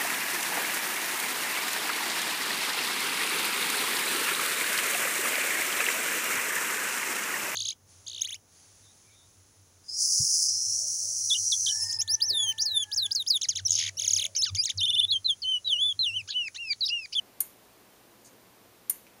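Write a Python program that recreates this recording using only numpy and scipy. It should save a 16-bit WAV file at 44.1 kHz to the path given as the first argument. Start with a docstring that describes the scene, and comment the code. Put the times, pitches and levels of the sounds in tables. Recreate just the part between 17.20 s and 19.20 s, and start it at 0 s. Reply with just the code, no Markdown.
"""In a small, quiet studio room, a flash head fires twice, close by.
Each firing is a light trigger tick, the sharp crack of the discharge and a quick rebound,
which make the flash tube and its metal housing shiver and ring.
A faint scuffing tick comes between the firings, and a soft tap follows the second.
The walls add a short echo; room air and mains hum lie beneath it all."""
import sys
import numpy as np
from scipy import signal
from scipy.fft import rfft, irfft
from scipy.io import wavfile
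from scipy.ndimage import uniform_filter1d

SR = 44100
rng = np.random.default_rng(int(sys.argv[2]) if len(sys.argv) > 2 else 0)


def put_to_file(sound):
    """Save the sound as 16-bit audio at rate SR, in the file named by the first command-line argument."""
    columns = np.atleast_2d(sound).T  # one column per channel
    safe = np.clip(columns, -1, 1)
    whole_steps = np.round(safe * 32767)
    wavfile.write(sys.argv[1], SR, whole_steps.astype(np.int16))


N = 88200  # two seconds

# A "colour" says how strong the low and high frequencies are compared with each other.
# colour of the room air (frequency [Hz], level [dB])
AIR_COLOUR = [(15, -47), (25, -20.5), (54, -7), (81, -11.5), (112, -4), (146, -12.5), (186, -2),
              (373, -2.5), (543, -4.5), (691, -5.5), (1120, -8), (1280, -11), (1630, -11.5), (7680, -18.5),
              (15000, -17)]
# colour of the echo from the walls (frequency [Hz], level [dB])
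ECHO_COLOUR = [(500, -1), (2000, 9.5), (6000, 3), (10000, -4), (15000, -6)]
# the three contacts of the scuff (time [s], level [dB])
SCUFF_CONTACTS = [(1.046, -51), (1.057, -49.5), (1.07, -52)]
# colour of the scuff (frequency [Hz], level [dB])
SCUFF_COLOUR = [(2500, -36), (4700, -7), (5700, -8), (6350, 3.5), (6900, 1.5), (7500, -10), (8300, -2),
                (10000, -9.5), (13000, -20)]
# the tap and its small bounces (time [s], level [dB])
TAP_CONTACTS = [(1.867, -46.5), (1.873, -51), (1.8763, -54), (1.8855, -57)]
# colour of the tap (frequency [Hz], level [dB])
TAP_COLOUR = [(1200, -37), (1900, -12), (2450, 0), (2900, -8), (3500, -19), (4400, -24), (5500, -10),
              (6300, -19), (12000, -34)]
# ringing tones of the tube and housing (frequency [Hz], level [dB], time to fade by 60 dB [s])
RING_TONES = [(967, -48.5, 0.044), (1125, -56, 0.2), (2130, -51, 0.14), (4276, -48.5, 0.07),
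              (6700, -41.5, 0.076), (7210, -40.5, 0.093), (8360, -48, 0.15), (8545, -47, 0.09),
              (9238, -21.5, 0.073), (10170, -31, 0.068), (10180, -34, 0.11), (10950, -29.5, 0.068),
              (11540, -39, 0.067), (13060, -31, 0.095)]
# colour of the shivering housing (frequency [Hz], level [dB])
SHIVER_COLOUR = [(250, -48), (600, -26), (1100, -16.5), (2200, -16), (3600, -21.5), (5200, -18), (7000, -5),
                 (8200, -11), (10200, -4), (11200, 0), (12400, 0), (13300, -2), (14100, 2), (15200, -13.5)]
# colour of the trigger tick (frequency [Hz], level [dB])
TRIGGER_COLOUR = [(600, -45), (1600, -27), (2200, -22.5), (3000, -27), (6000, -19), (8200, -27),
                  (9300, -16), (10900, 2.5), (12400, 4), (13300, -11), (15000, -10)]
# colour of the crack and its rebound (frequency [Hz], level [dB])
CRACK_COLOUR = [(250, -66), (800, -52), (1500, -27), (2200, -30), (2900, -20.5), (3650, -28), (4350, -17.5),
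                (5100, -28.5), (6100, -15.5), (8200, -18.5), (9500, -4), (10700, -1), (12300, -2.5),
                (13300, 7.5), (14100, -4), (15200, -15)]
# the two firings (time [s], level [dB])
FIRINGS = [(0.2034, -1.2), (1.6961, 0)]

CRACK_DELAY_S, REBOUND_DELAY_S = 0.0026, 0.0043  # both counted from the trigger tick


def gain(db):
    """Turn decibels into a number to multiply a sound by."""
    return 10 ** (np.asarray(db) / 20)


def colour(sound, points):
    """Give a sound a colour; plain white noise would keep its overall power."""
    size = 4096
    hz, db = np.array(points, float).T
    freqs = np.maximum(np.fft.rfftfreq(size, 1 / SR), 1)
    curve = gain(np.interp(np.log(freqs), np.log(hz), db))
    curve /= np.sqrt(np.mean(curve ** 2))
    # build the filter so that nothing sounds before the hit that causes it
    cepstrum = irfft(np.log(curve))
    cepstrum[1:size // 2] *= 2
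    cepstrum[size // 2 + 1:] = 0
    click_response = irfft(np.exp(rfft(cepstrum)))
    return signal.fftconvolve(sound, click_response)[:N]


def strike(start, rise_s, fade_s):
    """The loudness shape of a hit: a quick rise, then a fall of 60 dB every fade_s seconds."""
    age = np.maximum(np.arange(N) / SR - start, 0)
    return (1 - np.exp(-age / rise_s)) * np.exp(-np.log(1000) * age / fade_s)


def grit():
    """Noise made of tiny equal pulses, each pointing up or down at random."""
    return np.sign(rng.standard_normal(N))


def snap(start, fade_s):
    """A very short burst that holds every frequency about equally."""
    shape = strike(start, rise_s=0.00034, fade_s=fade_s)
    burst = shape * grit()
    for _ in range(4):  # even out the frequencies, then put the loudness shape back
        flat = irfft(np.exp(1j * np.angle(rfft(burst))), N)
        loudness = np.sqrt(np.abs(uniform_filter1d(flat ** 2, size=32)) + 1e-18)
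        burst = shape * flat / loudness
    return burst


def room_air():
    """Steady room air and hiss, with a faint mains hum."""
    hum_hz = 120.3
    hum = np.sqrt(2) * np.sin(2 * np.pi * hum_hz * np.arange(N) / SR)
    air = colour(rng.standard_normal(N), AIR_COLOUR)
    return gain(-57) * air + gain(-76) * hum


def wall_echo(sound):
    """Many reflections from the studio walls blur into one short echo."""
    tail = strike(start=0.014, rise_s=0.0079, fade_s=0.31) * rng.standard_normal(N)
    tail /= np.sqrt(np.sum(tail ** 2))
    echo = signal.fftconvolve(sound, tail)[:N]
    return gain(-14.5) * colour(echo, ECHO_COLOUR)


def scuff():
    """Three light contacts run together into one faint tick."""
    contacts = sum(gain(db) * strike(start, rise_s=0.0011, fade_s=0.092) * grit()
                   for start, db in SCUFF_CONTACTS)
    return colour(contacts, SCUFF_COLOUR)


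def tap():
    """A soft, duller tap that bounces a little."""
    contacts = sum(gain(db) * snap(start, fade_s=0.013) for start, db in TAP_CONTACTS)
    return colour(contacts, TAP_COLOUR)


def housing_ring(start):
    """The crack sets the tube and housing ringing; each tone fades at its own speed."""
    age = np.arange(N) / SR - start
    ring = np.zeros(N)
    for hz, db, fade_s in RING_TONES:
        tone = np.sin(2 * np.pi * (hz * age + rng.random()))
        ring += gain(db) * strike(start, rise_s=0.0024, fade_s=fade_s) * tone
    return ring


def flash(start):
    """One firing: the trigger ticks, the discharge cracks and rebounds, and the housing shivers."""
    crack_start = start + CRACK_DELAY_S
    trigger = gain(-16.5) * snap(start, fade_s=0.016)
    crack = gain(-6) * snap(crack_start, fade_s=0.007)
    rebound = gain(-11) * snap(start + REBOUND_DELAY_S, fade_s=0.00264)
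    shiver = gain(-23) * strike(crack_start, rise_s=0.0028, fade_s=0.056) * grit()
    return (colour(trigger, TRIGGER_COLOUR)
            + colour(crack + rebound, CRACK_COLOUR)
            + colour(shiver, SHIVER_COLOUR))


def scene():
    """Add up all the sounds in the room, the same for both ears."""
    flashes = sum(gain(db) * flash(start) for start, db in FIRINGS)
    clicks = flashes + scuff() + tap()
    rings = sum(gain(db) * housing_ring(start + CRACK_DELAY_S) for start, db in FIRINGS)
    echo = wall_echo(clicks + gain(-4.5) * rings)  # the ringing gets less echo than the clicks
    mix = clicks + rings + echo + room_air()
    return np.array([mix, mix])


def record(dry):
    """The camera turns down one narrow band of the treble and cuts off the very highest sounds."""
    dip_hz, dip_width_hz, dip_depth = 7800, 130, 0.73
    top_hz = 15350
    band_removed = signal.lfilter(*signal.iirnotch(dip_hz, dip_hz / dip_width_hz, fs=SR), dry)
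    dipped = dry + dip_depth * (band_removed - dry)
    top_cut = signal.ellip(10, 0.2, 80, top_hz, fs=SR, output="sos")
    return signal.sosfilt(top_cut, dipped)


dry = scene()
out = record(dry)
put_to_file(out)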